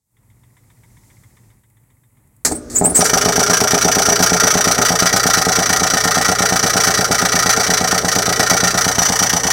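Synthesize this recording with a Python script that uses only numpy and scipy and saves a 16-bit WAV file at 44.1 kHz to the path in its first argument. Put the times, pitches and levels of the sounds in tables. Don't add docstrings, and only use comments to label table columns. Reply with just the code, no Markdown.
import sys
import numpy as np
from scipy import signal
from scipy.io import wavfile

SR = 44100
rng = np.random.default_rng(int(sys.argv[2]) if len(sys.argv) > 2 else 0)


def bounce(signal):
    frames = np.transpose(np.atleast_2d(signal))
    limited = np.clip(frames, -1, 1)
    pcm = np.round(limited * 32767).astype(np.int16)
    wavfile.write(sys.argv[1], SR, pcm)


N = 419832
T = np.arange(N) / SR
TURN_S, STROKE_S = .034634, .11717
SKIP_AT_S, SKIP_S = 5.4, .0232

# centre in Hz, width in Hz,
# then height in dB from close by, a step back and the side.
RESONANCES = [(174.4, 50.0, 10, 9, 7.5), (257.7, 55, 9.5, 5.5, 4.5), (407, 71, 11, 2.5, -7),
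              (458.6, 25, 6, 7, 5), (499, 22.5, -4, -6, -10), (635, 68, 5.8, 2.1, -5.5),
              (751, 66, 3, 5.2, 1), (913, 94, -1, -5.5, 1.0), (1258, 85, 6.5, 8, 5.5),
              (1378, 66, 10, 10, 1), (1540, 97, 3, 5.5, 0.6), (1616, 84, 7.3, 1.5, 1.5),
              (1825, 100, 5.8, 10, 8.5), (1946, 51, -0.3, 9, 5), (2275, 130, 3, 3.5, 0),
              (2510, 80, -8, -11.5, -21), (2829.0, 91, -10.7, -13, -13.1), (2984, 130, 4.5, 2.5, 4),
              (3157, 77.0, -11, -11, -6), (3493, 71, -12.3, -13.7, -14.4), (3846, 97, -13.4, -13.2, -13.3),
              (3987.0, 180, -0.6, 6.5, -2.9), (4156.0, 136.0, -9, -6.6, -7.5), (4700, 71, 5, 6.5, 0.9),
              (5623.0, 240, 8, 7.3, 5), (5840, 236, 11.6, 8.8, 12), (6154, 256, 10, 9, 11)]
# time in seconds, place (0 close by, 1 a step back, 2 at the side).
MIC_PATH = [(4.0, 0.082), (5.1, 0.98), (8.7, 1), (9.15, 2.08)]
STROKE_BY_PLACE_DB = [-12.6, -15.7, -18.5]
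# start in seconds, level in dB,
# hold in seconds, seconds to fall 60 dB.
SWITCH_SNAPS = [(2.4487, -6.5, .009, .1), (2.518, -28, .008, 0.02), (2.699, -32, .004, 0.9),
                (2.947, -22, .03, .1), (2.992, -19, .008, .08), (3.043, -14, .004, 0.2)]


def amp(db):
    return 10 ** (np.asarray(db) / 20)


def unit_rms(x):
    return x / np.sqrt(np.mean(x ** 2) + 1e-20)


def curve(rows):
    return np.interp(T, *np.transpose(rows))


def add(mix, s, sound):
    part = mix[round(s * SR):][:len(sound)]
    part += sound[:len(part)]


def wander(rate_hz):
    return unit_rms(np.interp(2 * rate_hz * T, np.arange(20000), rng.standard_normal(20000)))


def grit(per_s, spread_db):
    impacts = (rng.random(N) < per_s / SR) * rng.choice([-1, 1], N)
    return unit_rms(impacts * amp(spread_db * rng.standard_normal(N)))


def colour(x, spectrum, peaks=(), size=8192):
    hz = np.fft.rfftfreq(size, 1 / SR)
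    point_hz, point_db = np.transpose(spectrum)
    db = np.interp(np.log(hz + 1), np.log(point_hz + 1), point_db)
    for centre, width, height in peaks:
        db = db + height / (1 + (2 * (hz - centre) / width) ** 2)
    log_gain = np.log(amp(np.r_[db, db[-2:0:-1]]))
    taps = np.fft.ifft(np.exp(np.conj(signal.hilbert(log_gain)))).real[:size // 2]
    return signal.oaconvolve(x, taps / np.linalg.norm(taps))[:N]


def mic_dips():
    return [(hz, width, db) for hz, width, db, *_ in RESONANCES if db < 0]


def radiate(x, spectrum):
    place = curve(MIC_PATH)
    hz, width, *heights = np.transpose(RESONANCES)
    return sum(np.maximum(1 - abs(place - k), 0) * colour(x, spectrum, zip(hz, width, db))
               for k, db in enumerate(heights))


def db_at_mic(levels, s):
    place = np.interp(s, *np.transpose(MIC_PATH))
    return np.interp(place, np.arange(len(levels)), levels)


def beats(first_s, period_s, lag_s, spin_up_s=.125):
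    steady = np.arange(0, T[-1] + period_s - first_s, period_s)
    s = first_s + steady + lag_s * (1 - np.exp(-steady / spin_up_s))
    return s - SKIP_S * (s > SKIP_AT_S)


def stroke_times():
    return beats(first_s=2.812, period_s=STROKE_S, lag_s=.101)


def throw_times():
    return beats(first_s=3.006, period_s=TURN_S, lag_s=.0425)


def cycles(times, s):
    return np.interp(s, times, np.arange(len(times)))


def stroke_swell(swing_db, peak_at):
    swing = np.cos(2 * np.pi * (cycles(stroke_times(), T) - peak_at))
    return np.interp(T, [2.8, 3.0], [0, 1]) * amp(swing_db * swing)


def room_tone(first_tick_s=.168, tick_s=.1334, tick_db=-8, tock_db=-17, top_db=-65):
    # time in seconds, level in dB.
    air_swell = [(0.05, -78), (0.2, -55), (1.1, -49), (1.52, -50.5), (1.64, -59), (1.87, -54),
                 (2.05, -59.5), (2.2, -53), (2.42, -55.5)]
    fizz_swell = [(0.05, -82), (0.3, -71), (1.1, -58), (1.5, -64), (1.7, -80)]
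    tick_swell = [(.17, -53), (.5, -44), (1.37, -41.5), (1.7, -51), (2.2, -52)]
    # frequency in Hz, relative level in dB.
    air_spectrum = [(18, -35), (45, -5), (86, -8), (118, 4), (150, -11), (230, -14), (400, -23), (700, -29),
                    (900, -25), (1550, -35), (2000, -29), (2900, -43), (5000, -50), (16000, -60)]
    tick_spectrum = [(400, -30), (750, -18), (950, -1), (1400, -14), (2050, 2), (2700, -16), (3600, -3),
                     (4500, -28), (6500, -24), (8000, -13), (10000, -26), (15000, -30)]
    # start in seconds, level in dB.
    tiny_clicks = [(1.7, -58), (2.274, -57), (2.365, -51)]
    t = np.arange(SR // 10) / SR
    ticks, tocks, clicks = np.zeros((3, N))
    air_noise, fizz_noise, tick_noise, top_noise = rng.standard_normal((4, N))
    for s in np.arange(first_tick_s, tick_swell[-1][0], tick_s):
        tick = amp(np.interp(s, *np.transpose(tick_swell))) * np.exp(-t / .012)
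        add(ticks, s, amp(tick_db) * tick)
        add(tocks, s + tick_s / 2, amp(tock_db) * tick)
    for s, db in tiny_clicks:
        add(clicks, s, amp(db) * np.exp(-t / .003))
    air = amp(curve(air_swell)) * colour(air_noise, air_spectrum)
    fizz = colour(fizz_noise, [(1500, -25), (4000, -9), (7500, 0), (11000, -6), (16000, -10)])
    top_gain = amp(top_db) * np.minimum(T / .3, 1) + clicks
    top = colour(top_gain * top_noise, [(2000, -22), (5500, -16), (7800, 0), (11000, -1), (16000, -5)])
    ticking = colour(ticks * tick_noise, tick_spectrum, mic_dips())
    tocking = colour(tocks * tick_noise, [(900, -15), (1500, -18), (2100, 0), (2800, -22), (8000, -30)])
    return air + amp(curve(fizz_swell)) * fizz + top + ticking + tocking


def switch():
    # frequency in Hz, relative level in dB.
    snap_spectrum = [(35, -56), (60, -26), (212, -8), (698, -7), (1010, -12), (1860, -9), (2840, -21),
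                     (3670, -17), (3940, -8), (6280, -5.5), (7230, 0.5), (14600, -22), (16000, -28)]
    t, blows = np.arange(SR // 3) / SR, np.zeros(N)
    for s, db, hold, t60 in SWITCH_SNAPS:
        add(blows, s, amp(db - 60 * np.maximum(t - hold, 0) / t60))
    return colour(blows * grit(per_s=6000, spread_db=3), snap_spectrum, mic_dips())


def motor(groan_db=-3, strain_db=-4, hum_db=-36, shaft_db=-41.5, hum_hz=120):
    # time in seconds, level in dB.
    labour = [(2.445, -70), (2.46, -32), (2.54, -26), (2.6, -33.5), (2.7, -34), (2.76, -28), (2.9, -25),
              (3.0, -27), (3.2, -60)]
    # frequency in Hz, relative level in dB.
    mains_tones = [(60, -9.5), (120, -12), (240, -3.5), (300, -5), (360, -11), (420, -8), (480, -12),
                   (600, -13)]
    strain_spectrum = [(24, -32), (40, -4), (194, -15), (231, -5), (363, -8), (600, -14), (1040, -33),
                       (1210, -20), (2910, -42), (6020, -29), (16000, -53)]
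    groan = sum(amp(db) * (1 + .43 * wander(rate_hz=12)) * np.sin(2 * np.pi * (hz * T + rng.random()))
                for hz, db in mains_tones)
    strain = colour(rng.standard_normal(N), strain_spectrum)
    starting = amp(curve(labour)) * (amp(groan_db) * unit_rms(groan) + amp(strain_db) * strain)
    hum = amp(hum_db) * np.sin(2 * np.pi * hum_hz * T)
    throb = amp(shaft_db) * np.sin(2 * np.pi * 2 * cycles(throw_times(), T))
    switched_on = T > SWITCH_SNAPS[0][0]
    return starting * switched_on + np.sqrt(2) * (hum + throb) * np.interp(T, [2.8, 3.1], [0, 1])


def pump(thud_db=-5.2, clack_db=-3.8, uneven_db=.8, scatter_db=2, jitter_s=.0016):
    # start in seconds, level in dB.
    jolts = [(2.458, -32), (2.475, -30), (2.514, -26), (2.522, -23.5), (2.822, -17), (2.848, -18),
             (2.866, -20), (2.878, -20)]
    # delay in seconds, dull thud in dB, valve clack in dB.
    knocks = [(.001, 1, -6.5), (.012, -7.5, -12), (.0235, -9.5, -11), (.035, -11, -6), (.043, -16.5, -8.5),
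              (.049, -22, -12), (.098, -19, -22), (.107, -14, -17)]
    # frequency in Hz, relative level in dB.
    thud_spectrum = [(25, -26), (60, -9), (100, -2), (170, -2.5), (250, -2.5), (330, -3.5), (500, -4),
                     (800, -7.5), (1200, -22), (3000, -56.5)]
    clack_spectrum = [(100, -32), (350, -15), (600, -3), (740, 2), (850, -2.5), (1050, -16), (1400, -28),
                      (4000, -56)]
    thuds, clacks = np.zeros((2, N))
    blow = np.sqrt(.04 * SR)
    for s, db in jolts:
        add(thuds, s, [blow * amp(db)])
        add(clacks, s, [blow * amp(db - 3)])
    starts = stroke_times()
    levels = db_at_mic(STROKE_BY_PLACE_DB, starts) + uneven_db * rng.standard_normal(len(starts))
    for s, db in zip(starts, levels):
        for delay, thud, clack in knocks:
            thud_size, clack_size, late = rng.standard_normal(3)
            at = s + delay + jitter_s * late * min(delay / .02, 1)
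            add(thuds, at, [-blow * amp(db + thud + scatter_db * thud_size / 2)])
            add(clacks, at, [-blow * amp(db + clack + scatter_db * clack_size)])
    return amp(thud_db) * radiate(thuds, thud_spectrum) + amp(clack_db) * radiate(clacks, clack_spectrum)


def frame_boom(hz=312, t60=.26, mount_hz=72, mount_db=-12):
    # start in seconds, level in dB.
    tugs = [(2.516, -19), (2.848, -19)]
    t, booms = np.arange(SR // 2) / SR, np.zeros(N)
    boom = np.sin(2 * np.pi * hz * t) + amp(mount_db) * np.sin(2 * np.pi * mount_hz * t)
    for s, db in tugs:
        add(booms, s, amp(db - 60 * t / t60) * boom)
    return booms


def belt(flank_ratio=1.1, flank_db=-10, octave_db=-22, scrape_db=-16, glide_s=.04):
    # crest time in seconds, pitch in Hz, glide in Hz per second, level in dB,
    # rise and fall in seconds.
    chirps = [(2.525, 8300, 8000, -20, .008, .005), (2.558, 8400, 8000, -24.5, .005, .009),
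              (2.767, 7180, -20000, -9, .007, .007), (2.787, 7700, 42000, -11.5, .006, .006),
              (2.856, 8050, 32000, -4, .006, .009), (2.902, 9200, 30000, -17, .005, .008),
              (2.955, 7800, 28000, -5, .003, .022), (2.974, 6650, -15000, -15, .006, .012)]
    squeals, grip = np.zeros((2, N))
    t = np.arange(-SR // 10, SR // 10) / SR
    waver = .032 * wander(rate_hz=450)
    roughness = unit_rms(1 + .55 * wander(rate_hz=700))
    for s, hz, glide, db, rise_s, fall_s in chirps:
        pitch = (hz + glide * np.clip(t, -glide_s, glide_s)) * (1 + np.interp(s + t, T, waver))
        phase = 2 * np.pi * np.cumsum(pitch) / SR
        flanks = np.sin(phase) + amp(flank_db) * np.sin(flank_ratio * phase)
        swell = amp(db) * 2 / (np.exp(-t / rise_s) + np.exp(t / fall_s))
        add(squeals, s + t[0], swell * unit_rms(flanks + amp(octave_db) * np.sin(2 * phase)))
        add(grip, s + t[0], swell)
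    scrape_spectrum = [(300, -8), (1500, 2), (2200, 1), (3000, -9), (6000, -6), (9000, -3), (16000, -1)]
    scrape = colour(rng.standard_normal(N), scrape_spectrum, mic_dips())
    return squeals * roughness + amp(scrape_db) * grip * scrape


def churn(level_db=-26, near_share=.6):
    # frequency in Hz, relative level in dB.
    rumble_spectrum = [(18, -24), (45, -9), (80, -5), (150, -8), (300, -5), (430, 5.5), (620, 3.5),
                       (800, -1), (1200, -8), (3000, -25), (16000, -55)]
    near_db = near_share * (db_at_mic(STROKE_BY_PLACE_DB, T) - np.mean(STROKE_BY_PLACE_DB))
    rumble = stroke_swell(swing_db=1.6, peak_at=.15) * grit(per_s=900, spread_db=3)
    return amp(level_db + near_db) * radiate(rumble, rumble_spectrum)


def valve_hiss(level_db=-38.5):
    # frequency in Hz, relative level in dB.
    hiss_spectrum = [(2000, -25), (5000, -9), (7000, -3), (8300, 0), (9600, -7), (12000, -9), (16000, -11)]
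    flow = stroke_swell(swing_db=6, peak_at=.22) * rng.standard_normal(N)
    return amp(level_db) * colour(flow, hiss_spectrum, peaks=[(8020, 220, 10), (8620, 260, 9)])


def throw_force(s, belt_hz=5.496, slack_db=-5, slip_hz=4.536, slip_db=1.15, load_db=.7):
    throw_by_place_db = [-9.8, -11.2, -11.3]
    # time in seconds, dB above the usual.
    odd_throws = [(3.094, 3), (3.135, 3.6), (3.322, -4), (3.776, -4), (4.399, 3.3), (4.988, 4.5),
                  (5.334, 4), (5.623, 2.5), (6.939, 2.5), (7.043, -3), (7.077, -6), (7.285, -3.5),
                  (7.943, -5), (8.013, -10), (8.047, -3), (8.497, 4.3), (8.74, -4), (8.948, -5),
                  (9.19, 3.3), (9.398, -4)]
    machine_s = s + SKIP_S * (s > SKIP_AT_S)
    from_slack_s = (((machine_s - 3.098) * belt_hz + .5) % 1 - .5) / belt_hz
    db = db_at_mic(throw_by_place_db, s) + slack_db * np.exp(-(from_slack_s / .008) ** 2)
    db += slip_db * np.cos(2 * np.pi * slip_hz * (machine_s - 3.101))
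    db += load_db * np.cos(2 * np.pi * (cycles(stroke_times(), s) - .25))
    return db + sum(extra * (abs(s - at) < TURN_S / 2) for at, extra in odd_throws)


def rattle(level_db=-.7, edge_db=-15.5, rest_db=-33, rise_s=.0009, hold_s=.012, fall_db_per_s=1200):
    # frequency in Hz, relative level in dB.
    chatter_spectrum = [(200, -30.5), (600, -15), (1000.0, -9.5), (1400.0, -7.5), (2000.0, -10.5),
                        (2700.0, -11.5), (4000.0, -9.5), (5200.0, -8.6), (6800.0, -12.5), (8500.0, -15),
                        (11000.0, -20.8), (15500.0, -26)]
    edge_spectrum = [(1000, -20), (2500, -8), (4500, 0), (7000, -3.5), (11000, -7.5), (16000, -13)]
    starts = throw_times()
    force_db = throw_force(starts)
    t = np.arange(SR // 10) / SR
    power, edge = np.zeros((2, N))
    for start, db in zip(starts, force_db):
        size, length, late, sharp = rng.standard_normal(4)
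        at = start + .0005 * late
        dying_db = fall_db_per_s * np.maximum(t - hold_s * np.exp(.23 * length), 0)
        throw = np.minimum(t / rise_s, 1) * amp(db + 1.1 * size - dying_db)
        add(power, at, throw ** 2)
        add(edge, at, throw * amp(db - force_db.mean() + 3 * sharp))
    power += (T > starts[0]) * amp(rest_db) ** 2
    chatter = np.sqrt(power) * grit(per_s=6000, spread_db=2.5)
    sharpness = colour(edge * grit(per_s=3000, spread_db=3.6), edge_spectrum, mic_dips())
    return amp(level_db) * radiate(chatter, chatter_spectrum) + amp(edge_db) * sharpness


def pipe_ring(x, level_db=-4, t60=.14):
    modes_hz = [1245, 1385, 1502, 1940, 2277, 3020, 3284, 3644, 3962, 4689, 5821, 5903, 6113, 7977, 8646]
    t = np.arange(SR // 5) / SR
    dying = amp(-60 * t / t60)
    modes = sum(np.cos(2 * np.pi * hz * t) for hz in modes_hz) * 2 * dying / dying.sum()
    return x + amp(level_db) * signal.oaconvolve(x, modes)[:N]


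def workshop(x, wet_db=-12, t60=.21, echoes_per_s=2000):
    t = np.arange(SR // 2) / SR
    echoes = (rng.random(len(t)) < echoes_per_s / SR) * rng.choice([-1, 1], len(t))
    taps = echoes * (t > .004) * amp(-60 * t / t60)
    return x + amp(wet_db) * signal.oaconvolve(x, taps / np.linalg.norm(taps))[:N]


def scene():
    running = pipe_ring(rattle()) + pump() + churn() + valve_hiss()
    machine = running + motor() + switch() + frame_boom() + belt()
    return (workshop(machine) + room_tone())[None]


def record(dry, ceiling=.72, cutoff_hz=16300):
    rounded = ceiling * np.tanh(dry / ceiling)
    lowpass = signal.firwin(401, cutoff_hz, window=("kaiser", 9), fs=SR)
    return signal.oaconvolve(rounded, lowpass[None], "same")


dry = scene()
out = record(dry)
bounce(out)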